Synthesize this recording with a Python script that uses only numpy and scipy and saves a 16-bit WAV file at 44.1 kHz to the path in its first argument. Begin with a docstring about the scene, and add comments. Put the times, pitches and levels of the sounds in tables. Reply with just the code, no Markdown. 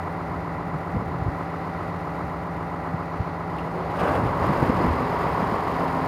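"""A six-cylinder diesel starts near the microphone: it is cranked, catches with a roar, overshoots and settles.
Further along the train, under a station roof, a second one idles at 900 rpm beside a humming motor.
The engines are trains of ringing knocks, gas noise and sines locked to the crankshaft; the motor is sines and hiss.
Draughts along the platform buffet the microphone as low noise, short bursts of swirling pressure and dull pops."""
import sys
import numpy as np
from scipy import signal
from scipy.fft import rfft, irfft, next_fast_len
from scipy.io import wavfile
from scipy.ndimage import uniform_filter1d

SR = 44100
rng = np.random.default_rng(int(sys.argv[2]) if len(sys.argv) > 2 else 0)


def digitize_waveform(pressure):
    """Quantize a signal to 16-bit integers and store it at the path in sys.argv[1].

    Rows of a 2-D input are taken as channels; values are limited to [-1, 1].
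    """
    field = np.atleast_2d(pressure).T
    bounded = np.clip(field, -1, 1)
    quanta = np.round(bounded * 32767).astype(np.int16)
    wavfile.write(sys.argv[1], SR, quanta)


N = 267728
TIME = np.arange(N) / SR

# "cycle" is one four-stroke cycle, two turns of the crankshaft; an "order" is a multiple of its rate

# near engine, cranked, overshooting and settling: time_s, speed_cycles_per_s
START_SPEED = [(3.45, 2), (3.6, 4), (4.02, 8.35), (4.22, 7.75), (4.45, 7.25), (4.75, 7.03), (5.2, 7.19),
               (5.4, 7.24), (6.07, 7.335)]
# its block and underframe: pitch_hz, relative_db (per Hz)
START_BODY = [(40, -18), (110, 1), (160, -3.5), (350, -1.5), (500, -1.5), (700, -2.5), (1130, 0.5),
              (1530, -13), (2050, -13.5), (2450, -22.5), (3700, -31.5), (5050, -31.5), (6000, -40),
              (9000, -44), (15500, -49.5)]
# its crankshaft lines: order, relative_db
START_ORDERS = [(6, -47), (9, -47), (12, -52), (18, -44), (33, -48.5), (36, -44), (48, -43), (56, -43),
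                (81, -46), (105, -45), (109, -43), (111, -43), (126, -44), (135, -44), (144, -43),
                (149, -45)]
# roar of richly fuelled firings: pitch_hz, relative_db (per Hz)
ROAR_BODY = [(100, -8), (290, -0.5), (400, -2.5), (560, 1), (760, -1), (1170, -7), (1600, -8), (1950, -27),
             (2600, -21.5), (3900, -39.5), (7000, -40), (15500, -48)]
# surges of fuel: start_s, hold_s, release_s, roar_db, clatter_lift_db
SURGES = [(4.02, 0.13, 0.081, -27.5, -3), (4.453, 0.068, 0.066, -36, 1.5), (4.64, 0.023, 0.051, -31.5, 2.5),
          (4.81, .07, .05, -39, 0.7)]
# orders that boom for a while: start_s, hold_s, order, level_db
BOOMS = [(4.02, .16, 36, -36.5), (4.85, .26, 36, -32), (4.98, .24, 56, -37), (5.0, .28, 48, -41.5),
         (5.42, .65, 144, -39.5), (5.72, .35, 36, -37), (5.72, .35, 106, -39.5), (5.75, .32, 134, -42)]
# gear lines of the starter and the timing train: order, relative_db
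STARTER_ORDERS = [(42, -3), (48, -2), (60, -2), (72, -1), (84, -2), (90, -2), (102, -3), (114, -5),
                  (132, -6)]
# first firings, each a blast with a rasping edge: centre_s, length_s, roar_db, rasp_db
FIRST_FIRINGS = [(3.91, .015, -37, -49), (3.966, 0.013, -36, -42.5), (4.003, .014, -27, -35.5),
                 (4.04, .016, -27, -42), (4.082, 0.018, -26, -41), (4.156, 0.015, -29, -38),
                 (4.26, .02, -31, -45)]
# rasp of those firings: pitch_hz, relative_db (per Hz)
RASP_BODY = [(500, -20), (1200, 7), (2000, 3), (2800, 3), (4500, -10.5), (7000, -16), (15500, -20)]
# rough whines as the gears take up and shed the load: centre_s, length_s, pitch_hz, glide_hz_per_s, relative_db
WHINES = [(3.79, .07, 368, 330, -33.5), (3.86, .05, 790, 900, -38), (3.975, .035, 600, -2200, -35),
          (4.007, 0.026, 1174, -300, -27.5), (4.068, 0.035, 752, 300, -28.5), (4.115, .03, 805, 0, -31),
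          (4.14, .04, 1040, 600, -30)]
# block and underframe of the idling engine: pitch_hz, relative_db (per Hz)
IDLE_BODY = [(30, -27), (60, -3), (170, 0), (215, -6.5), (270, 1), (350, -4), (560, -3.5), (790, -3),
             (1150, -4), (1370, -6), (1600, -13), (2020, -10.5), (2400, -24), (3300, -36), (4300, -35.5),
             (7500, -42), (15500, -47)]
# its orders that meet a resonance of exhaust or panels: order, level_db
IDLE_ORDERS = [(9, -46.5), (12, -45.5), (24, -44.5), (33, -51), (35, -53), (49, -50.5), (60, -54),
               (75, -49.5), (80, -53), (84, -51), (90, -50), (93, -54), (103, -51), (108, -47.5),
               (111, -46.5), (124, -51), (126, -51.5), (130, -48), (139, -51.5)]
# panels and covers that one cylinder sets ringing: order, peak_db, place_in_cycle (0-1), ring_s
IDLE_PANELS = [(56, -39, .77, .022), (102, -36.3, .86, .02), (135, -42.5, .5, .012),
               (153, -42.5, .37, .018), (260, -48, .1, .014), (263, -51, .58, .012)]
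# hum of the auxiliary motor: pitch_hz, level_db
MOTOR = [(147, -51.5), (165.55, -37), (184, -48.5), (294, -48.5), (313, -55)]
# cooling air under the car: pitch_hz, relative_db (per Hz)
AIR = [(200, -9), (1300, 10.5), (2300, 7.5), (3300, -4.5), (4200, -0.5), (5100, -7), (6000, -7),
       (8000, -26), (15500, -27)]
# turbulence at the microphone: pitch_hz, relative_db (per Hz)
WIND_BODY = [(20, -20), (38, -23), (60, 3), (110, 3.5), (200, -6.5), (330, -9.5), (600, -27), (1500, -54),
             (15000, -90)]
# gusts on top of the steady draught: start_s, hold_s, level_db
GUSTS = [(0.284, 0.089, -38), (.6, 0.14, -36.5), (.96, 0.37, -36), (2.242, 0.047, -34), (4.177, 0.092, -28),
         (4.446, 0.49, -30.5), (5.2, 0.47, -44)]
# single eddies that strike the microphone: centre_s, swing_db, pitch_hz, length_s
EDDIES = [(0.608, -27, 90, 0.011), (.755, -23.5, 163, .014), (.958, -21, 165, 0.012),
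          (.967, -24, 270, .006), (.976, -19.5, 95, 0.011), (1.024, -22.5, 225, 0.0042),
          (1.08, -27, 110, .015), (1.125, -27, 130, .012), (1.16, -26.5, 150, 0.014),
          (1.226, -21, 95, 0.009), (1.266, -16, 125, 0.0052), (1.286, -18.5, 85, 0.0083),
          (2.947, -19.5, 105, 0.0057), (3.197, -29, 240, .004), (3.207, -16, 92, 0.007),
          (4.499, -16, 210, 0.005), (4.52, -18.5, 140, .008), (4.637, -19, 270, 0.008),
          (4.703, -18, 250, 0.004), (4.808, -25, 390, .012), (4.85, -20, 192, 0.012),
          (4.887, -16, 58, 0.0079), (4.911, -17.5, 109, 0.012), (5.43, -21.5, 164, .009),
          (5.53, -19, 190, 0.0067)]
# dull pops of wind right at the port: start_s, suction_db
POPS = [(4.628, -3), (4.6975, -5)]
# microphone port, bass roll-off and rippled treble: pitch_hz, gain_db
PORT = [(20, -12), (32, -21), (45, -1.5), (60, 0.5), (4500, -0.5), (5100, 1), (5500, -7), (5850, -2),
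        (6250, -8), (6800, -1.5), (7800, -9), (8750, 1.5), (9400, -4), (10600, -2), (11650, -7),
        (12700, -0.5), (13600, -8), (14500, -1), (15500, -8)]

# near engine: cranking begins, pinion clinks, cylinders catch (s)
CRANK_S, CLINK_S, CATCH_S = 3.56, 3.585, 4.07
# clatter while cranked and while running (dB), time constant of each build-up (s)
CRANK_DB, RUN_DB, BUILD_S = -35.5, -27.5, 0.12
SURGE_ATTACK_S, BOOM_FADE_S = 0.045, 0.04
# the fuel is cut after the overshoot and the knock goes dull: s, s, s, treble change in dB
FUEL_CUT_S, FUEL_CUT_HOLD_S, FUEL_CUT_FADE_S, FUEL_CUT_DB = 4.21, .16, .025, -2.5
# starter gears: full strength from (s), for (s), rise and run-down (s), gain on the lines (dB)
STARTER_S, STARTER_HOLD_S, STARTER_FADE_S, STARTER_DB = 3.74, 0.21, 0.18, -45
# idling engine: cycles per s, clatter gain (dB), gas noise against the knock (dB)
IDLE_CYCLE_HZ, IDLE_DB, IDLE_GAS_DB = 7.504, -33.5, -5.5
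# once-a-cycle swell of the knock around 1 kHz (dB), where it peaks (0-1 of a cycle)
CHUG_DB, CHUG_PLACE = .8, .5
# share of a panel's ring that lasts from one blow to the next
PANEL_SUSTAIN = .35
# steady draught and its slow wander (dB)
DRAUGHT_DB, DRAUGHT_WANDER_DB = -44, 3
GUST_ATTACK_S, GUST_RELEASE_S = 0.043, 0.031
# time to the peak of a pop's pull and of its rebound
POP_S, REBOUND_S = .0005, .0017
# top of the recorded band
TOP_HZ = 15600


def starting_engine(drone_db=-2.0):
    """The near engine is spun up, catches and settles; each surge of fuel adds roar and alters its clatter."""
    turns = np.cumsum(curve(START_SPEED)) / SR
    cranking = undb(CRANK_DB - RUN_DB) * envelope(CRANK_S, np.inf, BUILD_S, 1)
    running = envelope(CATCH_S, np.inf, BUILD_S, 1)
    effort = np.maximum(cranking, running)
    roar_gain = 0
    for start_s, hold_s, release_s, roar_db, lift_db in SURGES:
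        fuel = envelope(start_s, hold_s, SURGE_ATTACK_S, release_s)
        roar_gain = roar_gain + undb(roar_db) * fuel
        effort = effort * undb(lift_db * fuel)
    hum = undb(drone_db) * drone(turns, START_ORDERS, waver_db=2.5)
    clatter = diesel(turns, START_BODY, ring_s=0.011, gas_db=-1.5, tick_db=-23.0, rattle_db=-31.0)
    clatter = undb(RUN_DB) * clatter
    treble = colour(clatter, [(900, -40), (1600, -8), (2400, 0), (15500, 0)])
    fuel_cut = envelope(FUEL_CUT_S, FUEL_CUT_HOLD_S, FUEL_CUT_FADE_S, FUEL_CUT_FADE_S)
    clatter = clatter + treble * (undb(FUEL_CUT_DB * fuel_cut) - 1)
    rich_firings = knocks(turns, ring_s=0.0065, scatter_db=4.0, uneven_db=-0.5, hall=0.19, count=6)
    roar = unit(colour(rich_firings, ROAR_BODY)) * roar_gain
    return (clatter + hum) * effort + roar + booms(turns) + starter_whine(turns)


def first_firings():
    """The cylinders catch one by one, each a separate hard blast of coloured noise."""
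    roar = unit(colour(rng.standard_normal(N), ROAR_BODY))
    rasp = unit(colour(rng.standard_normal(N), RASP_BODY))
    out = 0
    for centre_s, length_s, roar_db, rasp_db in FIRST_FIRINGS:
        blast = np.exp(-((TIME - centre_s) / length_s) ** 2)
        out = out + (undb(roar_db) * roar + undb(rasp_db) * rasp) * blast
    return out


def booms(turns):
    """Single orders of the near engine swell for a while, roughened by small random shifts of phase."""
    shaky = turns + .0013 * walk(30)
    out = 0
    for start_s, hold_s, order, db in BOOMS:
        line = drone(shaky, [(order, db)], waver_db=1.7, waver_hz=22)
        out = out + line * envelope(start_s, hold_s, BOOM_FADE_S, BOOM_FADE_S)
    return out


def starter_whine(turns, chatter_db=3):
    """Starter gears grind with the crankshaft; irregular lurches bend the lines and break them up."""
    lurch = np.cumsum(np.gradient(turns) * .022 * walk(22))
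    gears = drone(turns + lurch, STARTER_ORDERS, waver_db=4, waver_hz=14)
    swell = envelope(STARTER_S, STARTER_HOLD_S, STARTER_FADE_S, STARTER_FADE_S)
    return gears * swell * undb(STARTER_DB + chatter_db * walk(50))


def whines(chatter_db=-1.0):
    """Short gliding whines, made rough by chattering teeth: random level and phase."""
    out = 0
    for centre_s, length_s, hz, glide, db in WHINES:
        age = TIME - centre_s
        phase = hz * age + glide * age ** 2 / 2 + .08 * walk(90)
        gain = undb(db + chatter_db * walk(80)) * np.exp(-(age / length_s) ** 2)
        out = out + gain * np.sin(2 * np.pi * phase)
    return out


def starter_clink(ring_s=0.012, db=-40.5):
    """The starter pinion meets the flywheel: metallic noise that starts at once and decays."""
    age = np.maximum(TIME - CLINK_S, 0)
    metal = unit(colour(rng.standard_normal(N), [
        (100, -40), (1500, -25), (2300, -9), (2650, 6), (3100, -2), (3600, -16), (9000, -24), (15000, -30)]))
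    return undb(db) * metal * (age > 0) * np.exp(-age / ring_s)


def idling_engine(throb_db=0.36, lope_db=-0.1):
    """The engine further along the train turns steadily; it throbs with each turn and lopes once a cycle."""
    turns = IDLE_CYCLE_HZ * TIME
    clatter = diesel(turns, IDLE_BODY, ring_s=.012, gas_db=IDLE_GAS_DB, tick_db=-24.0, rattle_db=-22.0)
    beat_db = throb_db * np.cos(4 * np.pi * turns) + lope_db * np.cos(2 * np.pi * turns)
    hum = drone(turns, IDLE_ORDERS, waver_db=1.2)
    engine = (clatter * undb(IDLE_DB) + hum) * undb(beat_db)
    knock = colour(engine, [(820, -40), (920, 0), (1300, 0), (1450, -40)])
    chug = undb(CHUG_DB * np.cos(2 * np.pi * (turns - CHUG_PLACE))) - 1
    return engine + knock * chug + panel_rings(turns)


def panel_rings(turns, scatter_db=1.4):
    """Each panel rings at one order, struck at its own place in the cycle; it swells but never quite dies."""
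    out = 0
    for order, db, place, ring_s in IDLE_PANELS:
        age = (turns - place) % 1 / IDLE_CYCLE_HZ  # s since the last blow
        pulse = (age / ring_s * np.exp(1 - age / ring_s)) ** 2
        swell = PANEL_SUSTAIN + (1 - PANEL_SUSTAIN) * pulse
        out = out + undb(db + scatter_db * walk(6.2)) * swell * np.sin(2 * np.pi * order * turns)
    return out


def diesel(turns, body, ring_s, gas_db, tick_db, rattle_db):
    """Six cylinders knock, gas rushes, valves and injectors tick, and a cover rattles once a cycle."""
    firing = knocks(turns, ring_s, scatter_db=1, uneven_db=1.0, hall=0.11, count=6)
    gas = rng.standard_normal(N) * undb(2.0 * walk(12))
    block = unit(colour(firing + undb(gas_db) * gas, body))
    ticks = knocks(turns, ring_s=0.0013, scatter_db=6.0, uneven_db=-0.5, hall=0.056, count=18)
    ticks = unit(colour(ticks, [
        (300, -26), (1000, 14.5), (2000, 3.0), (2800, 7.5), (4500, -8.0), (6500, -2.5), (8000, -7.5),
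        (15000, -6.0)]))
    rattle = knocks(turns, ring_s=0.029, scatter_db=0.5, uneven_db=0, hall=0.12, count=1)
    rattle = unit(colour(rattle, [
        (1200, -48), (1750, -15), (2000, 4), (2200, -13.0), (2700, -21.0), (6000, -68)]))
    mix = block + undb(tick_db) * ticks + undb(rattle_db) * rattle
    return mix * undb(0.48 * walk(6.3))


def knocks(turns, ring_s, scatter_db, uneven_db, hall, count):
    """Evenly spaced blows in each cycle; each place in it keeps its own dense ring and roof echo."""
    out = np.zeros(N)
    for place in range(count):
        at = np.flatnonzero(np.diff(np.floor(turns - place / count)))
        blows = np.zeros(N)
        blows[at] = undb(scatter_db * rng.uniform(-1, 1, len(at)))
        # the sound builds up as it finds its way out from under the car
        age = TIME / ring_s
        decay = age * np.exp(1 - age) + hall * np.exp(-TIME / 0.31)
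        ring = rng.standard_normal(N) * decay
        gain = undb(uneven_db * np.cos(4 * np.pi * place / count))
        out += gain * irfft(rfft(blows) * rfft(ring), N)
    return unit(out)


def drone(turns, orders, waver_db, waver_hz=4.02):
    """Sine lines locked to the crankshaft; each wavers on its own."""
    out = 0
    for order, db in orders:
        gain = undb(db + waver_db * walk(waver_hz))
        out = out + gain * np.sin(2 * np.pi * (order * turns + rng.random()))
    return np.sqrt(2) * out  # makes the line levels rms


def motor(air_db=-51):
    """An auxiliary fan motor hums in wavering sines and pushes a smooth hiss of air."""
    hum = 0
    for hz, db in MOTOR:
        gain = np.sqrt(2) * undb(db + .5 * walk(3.08))
        hum = hum + gain * np.sin(2 * np.pi * (hz * TIME + rng.random()))
    hiss = unit(colour(rng.standard_normal(N), AIR))
    return hum + hiss * undb(air_db + 1.2 * walk(4.2))


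def wind(lumpy_db=3, bright_db=-2.0):
    """Lumpy low turbulence swells with each gust and reaches higher in strong ones."""
    power = undb(DRAUGHT_DB + DRAUGHT_WANDER_DB * walk(2.75)) ** 2
    for start_s, hold_s, db in GUSTS:
        gust = undb(db) * envelope(start_s, hold_s, GUST_ATTACK_S, GUST_RELEASE_S)
        power = power + gust ** 2
    force = np.sqrt(power)
    lumps = undb(lumpy_db * np.tanh(walk(60)))
    rumble = unit(colour(rng.standard_normal(N) * lumps, WIND_BODY))
    flutter = unit(colour(rng.standard_normal(N) * lumps, [
        (70, -8.5), (190, -4.5), (450, -12.0), (1500, -40), (15000, -80)]))
    return (rumble + undb(bright_db) * flutter * force / force.max()) * force


def eddies(churn_share=0.23, churn_hz=190):
    """A passing eddy sucks and pushes at the diaphragm in uneven swings; a fast one churns more as it breaks."""
    swirl = np.cumsum(undb(2 * walk(200))) / SR  # time that runs unevenly
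    churn = unit(colour(rng.standard_normal(N), [
        (100, -12), (260, 0), (450, -3), (800, -14), (2000, -40), (15000, -80)]))
    out = 0
    for centre_s, db, hz, length_s in EDDIES:
        swing = np.sin(2 * np.pi * hz * (swirl - np.interp(centre_s, TIME, swirl)))
        passing = undb(db) * np.exp(-((TIME - centre_s) / length_s) ** 2)
        out = out + passing * (swing + churn_share * (hz / churn_hz) ** 2 * churn)
    return out


def pops():
    """A sudden suction pulls the diaphragm, which swings back more slowly as the pressure evens out."""
    out = 0
    for start_s, db in POPS:
        age = np.maximum(TIME - start_s, 0)
        pull = age / POP_S * np.exp(1 - age / POP_S)
        rebound = age / REBOUND_S * np.exp(1 - age / REBOUND_S)
        out = out + undb(db) * (rebound * POP_S / REBOUND_S - pull)  # equal areas cancel
    return colour(out, [(500, 0), (1000, -5), (2000, -22), (6000, -60)])


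def envelope(start_s, hold_s, attack_s, release_s):
    """Gain that swells to 1 at the start, holds and dies away."""
    early = np.maximum(start_s - TIME, 0)
    late = np.maximum(TIME - start_s - hold_s, 0)
    return np.exp(-early / attack_s - late / release_s)


def walk(rate):
    """Random levels held 1 / rate s and smoothed twice, scaled to rms 1."""
    hold = int(SR / rate)
    steps = np.repeat(rng.standard_normal(N // hold + 1), hold)
    return unit(uniform_filter1d(uniform_filter1d(steps, hold), hold)[:N])


def colour(x, points):
    """Filter by a spectrum of (pitch_hz, gain_db) points, joined on a logarithmic pitch scale."""
    hz, db = np.transpose(points)
    size = next_fast_len(N + SR // 4)
    bins_hz = np.maximum(np.fft.rfftfreq(size, 1 / SR), 1)
    gain = undb(np.interp(np.log(bins_hz), np.log(hz), db))
    return irfft(rfft(x, size) * gain, size)[:N]


def curve(rows):
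    """Rows (time_s, value) joined by straight lines."""
    return np.interp(TIME, *np.transpose(rows))


def unit(x):
    """Scale to rms 1."""
    return x / np.sqrt(np.mean(x ** 2))


def undb(db):
    """Decibels to gain."""
    return 10 ** (np.asarray(db) / 20)


def scene():
    """Near engine, distant engine, motor and draught at one microphone."""
    near = starting_engine() + first_firings() + whines() + starter_clink()
    distant = idling_engine() + motor()
    draught = wind() + eddies() + pops()
    return (near + distant + draught)[None]


def record(dry):
    """The microphone port thins the bass and ripples the treble; the recorder cuts the top."""
    heard = np.array([colour(channel, PORT) for channel in dry])
    top_cut = signal.ellip(12, .2, 80, TOP_HZ, fs=SR, output="sos")
    return signal.sosfilt(top_cut, heard)


dry = scene()
out = record(dry)
digitize_waveform(out)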